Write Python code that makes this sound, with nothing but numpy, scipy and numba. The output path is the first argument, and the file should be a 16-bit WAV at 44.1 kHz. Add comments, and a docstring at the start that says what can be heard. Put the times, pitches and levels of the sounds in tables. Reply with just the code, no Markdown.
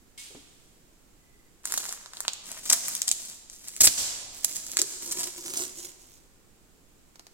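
"""Masking tape peels off a painted kitchen panel beside an oven, an arm's length from a phone.
With each tug the glue lets go in a fine crackle, single snaps and a few hard rips; the paper pops,
the panel rings, and the freed strip rasps and drums once long and taut. Before it: a far clack,
light knocks, a sleeve swish, a fingertip squeak. After it: ticks of the slack strip.
A bare room rings; the phone's limiter ducks on the loudest bursts."""
import sys
import numpy as np
from scipy import signal
from scipy.fft import rfft, irfft
from scipy.io import wavfile
from scipy.ndimage import uniform_filter1d, minimum_filter1d, map_coordinates
from numba import njit

SR = 44100
rng = np.random.default_rng(int(sys.argv[2]) if len(sys.argv) > 2 else 0)


def master_out(mix):
    """Clip the mix to full scale and print it as 16-bit PCM to the path in sys.argv[1]."""
    frames = np.transpose(np.atleast_2d(mix))
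    ceiling = np.clip(frames, -1, 1)
    pcm = np.round(ceiling * 32767).astype(np.int16)
    wavfile.write(sys.argv[1], SR, pcm)


N = 323253
TIME = np.arange(N) / SR
TOP_HZ = 15900

# room noise spectrum: (frequency [Hz], gain [dB])
FLOOR_SPECTRUM = [(22, -5), (70, -13.5), (100, -16), (330, -15.5), (600, -22.5), (1400, -25), (3500, -28.5),
                  (6000, -28.5), (7500, -24), (9500, -31), (16000, -36.5)]
# far blow spectrum: (frequency [Hz], gain [dB])
CLACK_SPECTRUM = [(300, -12), (1800, -4.5), (2200, 0.5), (3200, 5.5), (6000, 3), (7600, 7.5), (10000, 1),
                  (16000, -12)]
# far object resonances: (frequency [Hz], width [Hz], gain [dB])
CLACK_MODES = [(2200, 21, 6), (3220, 49, -6)]
# knocks of hand, tape and panel: (time [s], peak [dB], frequency [Hz], width [Hz])
KNOCKS = [(0.304, -50, 427, 150), (.348, -40, 270, 258), (.351, -48, 1200, 1600), (3.81, -36, 42, 54),
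          (3.837, -30, 300, 280.8), (3.870, -29.5, 52, 200), (4.789, -35.5, 377, 129),
          (4.817, -35, 382, 90)]
# slack strip ticks: (time [s], peak [dB])
TICKS = [(7.157, -38.5), (7.195, -32.5), (7.268, -33)]
# hand tugs: (start [s], end [s], crackle level [dB])
TUGS = [(1.631, 1.898, -39.5), (2.108, 2.26, -51), (2.43, 2.577, -44), (2.626, 2.76, -37),
        (2.815, 2.96, -40.5), (3.153, 3.302, -45), (3.489, 3.627, -54), (3.621, 3.804, -46.5),
        (4.31, 4.458, -47.5), (4.443, 4.541, -36), (4.622, 4.784, -42), (4.815, 4.904, -38),
        (4.984, 5.128, -39.5), (5.138, 5.252, -34), (5.343, 5.422, -42), (5.433, 5.547, -35),
        (5.556, 5.612, -32), (5.745, 5.842, -41), (5.975, 6.16, -57)]
# crackle spectrum: (frequency [Hz], gain [dB])
PEEL_SPECTRUM = [(60, -29), (200, -13), (1200, -20.5), (2400, -17), (4000, -11.5), (5500, -6), (7500, -3),
                 (10000, -10.5), (13000, -15.5), (16000, -20)]
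# single glue snaps: (time [s], crack level [dB], crack pitch [Hz], paper pop level [dB])
SNAPS = [(1.655, -20, 8350, -30.5), (1.7225, -18.5, 7400, -29), (1.7399, -18, 8850, -25),
         (1.7765, -17, 6500, -28), (1.78, -21, 8500, -49.5), (1.854, -28.5, 5970, -33.5),
         (1.892, -25, 5800, -38.5), (1.926, -24, 7600, -34), (2.06, -36, 3970, -39),
         (2.135, -35, 4030, -37), (2.17, -32, 3940, -44), (2.205, -21, 8480, -32.5),
         (2.2511, -38.5, 1700, -33.5), (2.281, -14, 3500, -25.5), (2.334, -26, 7500, -64),
         (2.517, -28, 8350, -38), (2.714, -21, 6050, -22), (2.7345, -30.5, 7500, -22.5),
         (2.883, -20, 12100, -29.5), (2.9118, -31, 7500, -40), (2.9517, -19.5, 8600, -46),
         (3.0183, -14.5, 7500, -40.5), (3.0806, -12.5, 7500, -44), (3.0899, -18, 8250, -48),
         (3.1144, -10, 7500, -39.5), (3.499, -33.5, 7160, -52), (3.684, -26.5, 7400, -46.5),
         (3.765, -27.5, 7500, -42), (3.8572, -4, 9600, -20.5), (3.8622, -6, 9700, -29.5),
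         (4.4471, -14.5, 7800, -34), (4.667, -29.5, 7500, -43.5), (4.717, -26.5, 8950, -54),
         (4.77, -12, 5860, -25.5), (4.7901, -17.5, 6440, -51), (4.817, -6, 7500, -30)]
# snap spectrum: (frequency [Hz], gain [dB])
SNAP_SPECTRUM = [(100, -17), (700, -5), (2200, -3), (4000, 0), (5600, -1.5), (7500, 1.5), (10000, -5.5),
                 (16000, -9)]
# stretches letting go at once: (time [s], length [s], rms [dB], flap ring [Hz], panel push [dB])
RIPS = [(2.698, 0.0032, -9, 6510, -1), (2.724, 0.0079, -11.5, 7500, -26),
        (3.075, 0.0064, -26.5, 7800, -14.5), (3.805, 0.014, -10, 7500, 3.5), (3.832, 0.025, -9, 8900, -4),
        (3.8682, 0.0071, -5, 4706, -2), (4.4446, 0.0016, -5.5, 8340, -8.5), (4.786, .011, -23, 5400, -18),
        (5.111, 0.015, -28, 7500, -26.5), (5.19, 0.0095, -31.5, 6800, -16.5),
        (5.229, 0.012, -30, 5930, -21.5), (5.567, 0.0079, -27, 7500, -9.5)]
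# rip spectrum: (frequency [Hz], gain [dB])
RIP_SPECTRUM = [(40, -7.5), (200, 5.5), (700, 3.5), (1300, -3.5), (2200, -6), (4000, -5), (5600, -1.5),
                (7600, 0.5), (10000, -6), (16000, -7.5)]
# panel resonances: (frequency [Hz], width [Hz], gain [dB])
PANEL_MODES = [(235.4, 3.2, 4), (282.5, 7.5, 2.5), (691, 5, 12.5), (894, 9, -2)]
# taut strip resonances: (frequency [Hz], width [Hz], gain [dB])
STRIP_MODES = [(150, 20, -4.5), (272, 45, -1.5), (345, 27, 8.5), (533, 17, 1), (755, 20, -3), (950, 57, -1)]
# kitchen reverberation: (frequency [Hz], t60 [s], level [dB])
REVERB_BANDS = [(200, 1.32, -7.5), (701, 2.1, -7), (1523, 1.24, -7.5), (3520, 1.305, -8.5),
                (7500, 0.99, -8.5), (10500, 0.79, -10.5), (16000, 0.7, -13)]
# peel line position at the mic ports: (time [s], left lag [samples], left minus right [dB])
PEEL_PATH = [(1.599, 3.58, 1), (2.7, 4.57, 5), (3.85, 3.7, 2), (4.45, 3.95, -4.5), (4.8, 4, 0), (5.3, 4, 0),
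             (5.8, 13.5, -2.5)]
# right port response against left: (frequency [Hz], gain [dB])
RIGHT_PORT = [(100, 3), (700, .5), (2400, 2), (4400, 1.5), (8000, 2), (15000, 5.5)]


def undb(db):
    """Decibels to gain."""
    return 10 ** (np.asarray(db) / 20)


def unit(x):
    """Scale to rms 1."""
    return x / np.sqrt(np.mean(x ** 2))


def peak(x, db):
    """Scale to a peak level."""
    return x * undb(db) / np.abs(x).max()


def burst(x, db, window_s=0.001):
    """Scale to the energy of window_s at rms level db."""
    return x * undb(db) * np.sqrt(window_s * SR) / np.linalg.norm(x)


def add(track, s, sound):
    """Mix in at time s."""
    i = int(s * SR)
    track[i:i + len(sound)] += sound[:N - i]


def on_log_axis(hz, points):
    """Interpolate (Hz, value) points over log frequency."""
    f, value = np.transpose(points)
    return np.interp(np.log(np.maximum(hz, 1)), np.log(f), value)


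def colour(x, spectrum, size=2048):
    """Minimum-phase filter from (Hz, dB) points."""
    cepstrum = irfft(on_log_axis(np.fft.rfftfreq(size, 1 / SR), spectrum) * np.log(10) / 20)
    cepstrum[1:size // 2] *= 2
    cepstrum[size // 2 + 1:] = 0
    response = irfft(np.exp(rfft(cepstrum)))
    return signal.fftconvolve(x, response)[:len(x)]


def whiten(x):
    """Flatten the spectrum, keep the phase."""
    phase = np.angle(rfft(x, 2 * len(x)))
    return irfft(np.exp(1j * phase))[:len(x)]


def ring(x, hz, width_hz):
    """Resonance, gain 1 at centre."""
    w = 2 * np.pi * min(hz, TOP_HZ) / SR
    a = np.sin(w) * width_hz / hz / 2
    return signal.lfilter([a, 0, -a], [1 + a, -2 * np.cos(w), 1 - a], x)


@njit
def moving_ring(x, hz, width_hz):
    """Resonance with a moving centre, gain 1 there."""
    y, band, low = np.empty(len(x)), 0., 0.
    for i in range(len(x)):
        g, k = np.tan(np.pi * hz[i] / SR), width_hz / hz[i]
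        v = (band + g * (x[i] + 1e-18 - low)) / (1 + g * (g + k))
        band, low, y[i] = 2 * v - band, low + 2 * g * v, k * v
    return y


def steep_ring(x, hz, width_hz, stage=ring):
    """Two resonances in series, the second twice as wide."""
    return stage(stage(x, hz, width_hz), hz, 2 * width_hz)


def wander(per_s):
    """Random drift, spread near 1."""
    knots_s = np.arange(0, TIME[-1] + 1, 1 / per_s)
    return np.interp(TIME, knots_s, rng.standard_normal(len(knots_s)))


def impulses(per_s, scatter_db, size=N):
    """Random impulses of unequal strength, as of glue threads breaking."""
    hits = rng.random(size) < per_s / SR
    strength = undb(scatter_db * np.minimum(rng.standard_normal(size), 2))
    return hits * strength * rng.choice([-1, 1], size)


def crack(tail, fade_s, size=2048):
    """Impulse with a fading noise tail, whitened."""
    x = tail * rng.standard_normal(size) * np.exp(-TIME[:size] / fade_s)
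    x[0] = 1
    return whiten(x)


def noise_floor(level_db=-60, rumble_hz=600, waver_db=1.5):
    """Room rumble common to both ports, plus each port's own hiss."""
    rumble = signal.sosfilt(signal.butter(2, rumble_hz, fs=SR, output="sos"), rng.standard_normal(N))
    rumble *= undb(waver_db * wander(7.3))
    ports = [rng.standard_normal(N) + rumble for _ in range(2)]
    return np.array([unit(colour(x, FLOOR_SPECTRUM)) for x in ports]) * undb(level_db)


def far_clack(time_s=0.177, blow_db=-4, ring_db=-43):
    """A hard object clacks across the room: its ring arrives direct, the blow only as reverberation."""
    direct, far = np.zeros(N), np.zeros(N)
    blow = colour(crack(tail=0.03, fade_s=0.022, size=8192), CLACK_SPECTRUM)
    modes = sum(undb(db) * ring(blow, hz, width_hz) for hz, width_hz, db in CLACK_MODES)
    add(direct, time_s, peak(modes, ring_db))
    add(far, time_s, peak(blow, blow_db))
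    return direct, far


def handling():
    """Hand, tape and panel knock; the loose strip ticks as it sags."""
    out = np.zeros(N)
    for s, db, hz, width_hz in KNOCKS:
        blow = crack(tail=0.096, fade_s=0.017, size=8192)
        add(out, s, peak(steep_ring(blow, hz, width_hz), db))
    for s, db in TICKS:
        tick = crack(tail=0.89, fade_s=0.0014)
        body = ring(tick, hz=700, width_hz=2200)
        crisp = ring(colour(tick, SNAP_SPECTRUM), hz=4600, width_hz=1800)
        add(out, s, peak(body + crisp, db))
    return out


def sleeve(centre_s=0.58, width_s=0.26, level_db=-68):
    """The sleeve swishes as the arm comes up."""
    swell = np.exp(-((TIME - centre_s) / width_s) ** 2)
    return unit(colour(rng.standard_normal(N), PEEL_SPECTRUM)) * swell * undb(level_db)


def fingers(pull, squeak_s=(1.17, 1.38, 1.5), squeak_db=(-81.5, -72, -82), pinch_end_s=2.6):
    """A fingertip squeaks, feeling for the tape end; the paper crumples with each tug while pinched."""
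    squeak = steep_ring(impulses(400, 1.7), hz=2020, width_hz=70)
    rustle = steep_ring(impulses(500, 7.9), hz=1200, width_hz=2200)
    touching = (TIME > squeak_s[0]) * (TIME < squeak_s[-1])
    rub = uniform_filter1d(undb(np.interp(TIME, squeak_s, squeak_db)) * touching, size=512)
    pinch = undb(-31) * pull ** 0.54 * (TIME < pinch_end_s)
    return unit(squeak) * rub + unit(rustle) * pinch


def tugs(attack_s=0.045, release_s=0.051):
    """Peel envelope: each tug builds, holds, dies away."""
    out = np.zeros(N)
    for start_s, end_s, db in TUGS:
        attack = np.clip((TIME - start_s) / attack_s, 0, 1)
        release = np.exp(-np.maximum(TIME - end_s, 0) / release_s)
        out += undb(db) * attack * release
    return out


def stick_slip(jumps_per_s, scatter_db, size=N):
    """Stepped gain: the peel line catches and jumps on the crepe ridges."""
    step = np.cumsum(rng.random(size) < jumps_per_s / SR)
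    return undb(scatter_db * np.clip(rng.standard_normal(size), -2, 1.6))[step]


def tautness(start_s=4.57, tighten_s=0.175):
    """0 to 1 as the freed strip grows long and tight."""
    return np.clip((TIME - start_s) / tighten_s, 0, 1)


def crackle(slip, pull, gain_db=-0.5, taut_db=-4, stout_db=-9.5):
    """Fine glue threads break, softer once the strip is taut; stout ones tick brightly."""
    fine = unit(colour(impulses(2200, 6.5) * slip, PEEL_SPECTRUM))
    stout = unit(colour(impulses(55, 2.1), SNAP_SPECTRUM))
    return (fine * undb(gain_db + taut_db * tautness()) + stout * undb(stout_db)) * pull


def snaps(pop_hz=1500, pop_gain_db=-1):
    """Glue cracks sharply; the paper buckles with a dry pop of random pitch."""
    out = np.zeros(N)
    for s, crack_db, crack_hz, pop_db in SNAPS:
        snap = crack(tail=0.78, fade_s=0.0003)
        hz = pop_hz * np.exp(0.35 * rng.standard_normal())
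        pop = steep_ring(snap, hz, width_hz=1.2 * hz)
        sharp = ring(colour(snap, SNAP_SPECTRUM), crack_hz, width_hz=0.71 * crack_hz)
        add(out, s, burst(sharp, crack_db) + burst(pop, pop_db + pop_gain_db))
    return out


def rips(rise_s=0.0026, fade_s=0.0021, size=4096):
    """An avalanche of breaks rings the free flap: dense in a hard rip, a sputter in a light one."""
    out, t = np.zeros(N), TIME[:size]
    for s, length_s, db, flap_hz, _ in RIPS:
        envelope = np.minimum(t / rise_s, 1) * np.exp(-np.maximum(t - length_s, 0) / fade_s)
        jerks = stick_slip(jumps_per_s=900, scatter_db=3, size=size)
        breaks = whiten(impulses(40000 * undb(db), 1.5, size) * envelope * jerks)
        flap = colour(ring(breaks, flap_hz, width_hz=0.92 * flap_hz), RIP_SPECTRUM)
        add(out, s, undb(db) * flap * np.linalg.norm(envelope) / np.linalg.norm(flap))
    return out


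def panel(gain_db=10):
    """Each rip pushes the panel; its modes ring faintly."""
    pushes = np.zeros(N)
    for s, *_, push_db in RIPS:
        add(pushes, s, undb([push_db]))
    return sum(undb(db + gain_db) * ring(pushes, hz, width_hz) for hz, width_hz, db in PANEL_MODES)


def strip_rasp(slip, pull, hz=7000, width_hz=2600, level_db=-37):
    """The taut strip turns crackle into a rasp that drifts in pitch and surges on hard tugs."""
    centre_hz = hz * np.exp(0.027 * wander(13))
    rasp = steep_ring(impulses(2600, 4.5) * slip, centre_hz, width_hz, stage=moving_ring)
    surge = (pull / pull.max()) ** 1.17
    return unit(rasp) * tautness() * surge * undb(level_db)


def strip_drum(slip, pull, gain_db=-16.5):
    """Slips pluck the taut strip; its pitch wavers with tension."""
    plucks = impulses(500, 4.7) * slip
    detune = np.exp(0.024 * wander(9.5))
    body = sum(undb(db) * moving_ring(plucks, hz * detune, width_hz) for hz, width_hz, db in STRIP_MODES)
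    return unit(body) * tautness() * pull * undb(gain_db)


def reverb_tail(build_s=0.00037, size=65536):
    """Diffuse room response, one decay per band."""
    t, hz = TIME[:size], np.fft.rfftfreq(size, 1 / SR)
    noise, out = rfft(rng.standard_normal(size)), 0
    for centre_hz, t60_s, db in REVERB_BANDS:
        band = on_log_axis(hz, [(f, f == centre_hz) for f, *_ in REVERB_BANDS])
        fade = np.exp(-np.log(1000) * t / t60_s) * (1 - np.exp(-t / build_s))
        out += undb(db) * irfft(noise * band) * fade / np.linalg.norm(fade)
    return out


def near_echoes(level_db=-6, fade_s=0.0084, gap_s=0.0004, size=4096):
    """Early reflections off oven front, arm and cupboard."""
    t = TIME[:size]
    echoes = impulses(4000, 8.8, size) * np.exp(-t / fade_s) * (t > gap_s)
    return undb(level_db) * echoes / np.linalg.norm(echoes)


def kitchen(near, far, segments=6):
    """Room sound at one port; a new echo pattern per segment as hand and phone move."""
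    out = np.zeros(N)
    for part in np.array_split(np.arange(N), segments):
        add(out, TIME[part[0]], signal.fftconvolve(near[part] + far[part], reverb_tail()))
        add(out, TIME[part[0]], signal.fftconvolve(near[part], near_echoes()))
    return out


def at_ports(x, jitter_samples=1):
    """Direct path: the left port lags; the lag jitters as breaks dart across the tape."""
    times_s, *columns = np.transpose(PEEL_PATH)
    lag_samples, pan_db = (np.interp(TIME, times_s, column) for column in columns)
    late = map_coordinates(x, [np.arange(N) - lag_samples - jitter_samples * wander(150)], order=3)
    return np.array([late * undb(pan_db / 2), x * undb(-pan_db / 2)])


def limiter(x, ceiling_db=-9, hold_s=0.099, ramp_s=0.0033, sense_s=0.0013):
    """Ducks just ahead of a loud burst, holds, releases fast; a lone click slips through."""
    hold, ramp = int(hold_s * SR), int(ramp_s * SR)
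    power = uniform_filter1d(x ** 2, int(sense_s * SR)).max(axis=0)
    gain = np.minimum(1, undb(ceiling_db) / np.sqrt(np.maximum(power, 1e-9)))
    held = minimum_filter1d(gain, hold, origin=(hold - 1) // 2)
    return x * uniform_filter1d(minimum_filter1d(held, ramp), ramp)


def scene():
    """Tape and panel close by, the room all round, at two mic ports."""
    slip, pull = stick_slip(jumps_per_s=360, scatter_db=-2.5), tugs()
    tape = snaps() + rips() + crackle(slip, pull) + strip_rasp(slip, pull) + strip_drum(slip, pull)
    clack_ring, far_blow = far_clack()
    near = tape + panel() + handling() + fingers(pull) + sleeve() + clack_ring
    room = np.array([kitchen(near, far_blow) for _ in range(2)])
    left, right = at_ports(near) + room + noise_floor()
    return np.array([left, colour(right, RIGHT_PORT)])


def record(dry):
    """Phone: limiter, full-scale clipping, steep low-pass."""
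    lowpass = signal.ellip(10, 0.2, 70, TOP_HZ, fs=SR, output="sos")
    return signal.sosfilt(lowpass, np.clip(limiter(dry), -1, 1))


dry = scene()
out = record(dry)
master_out(out)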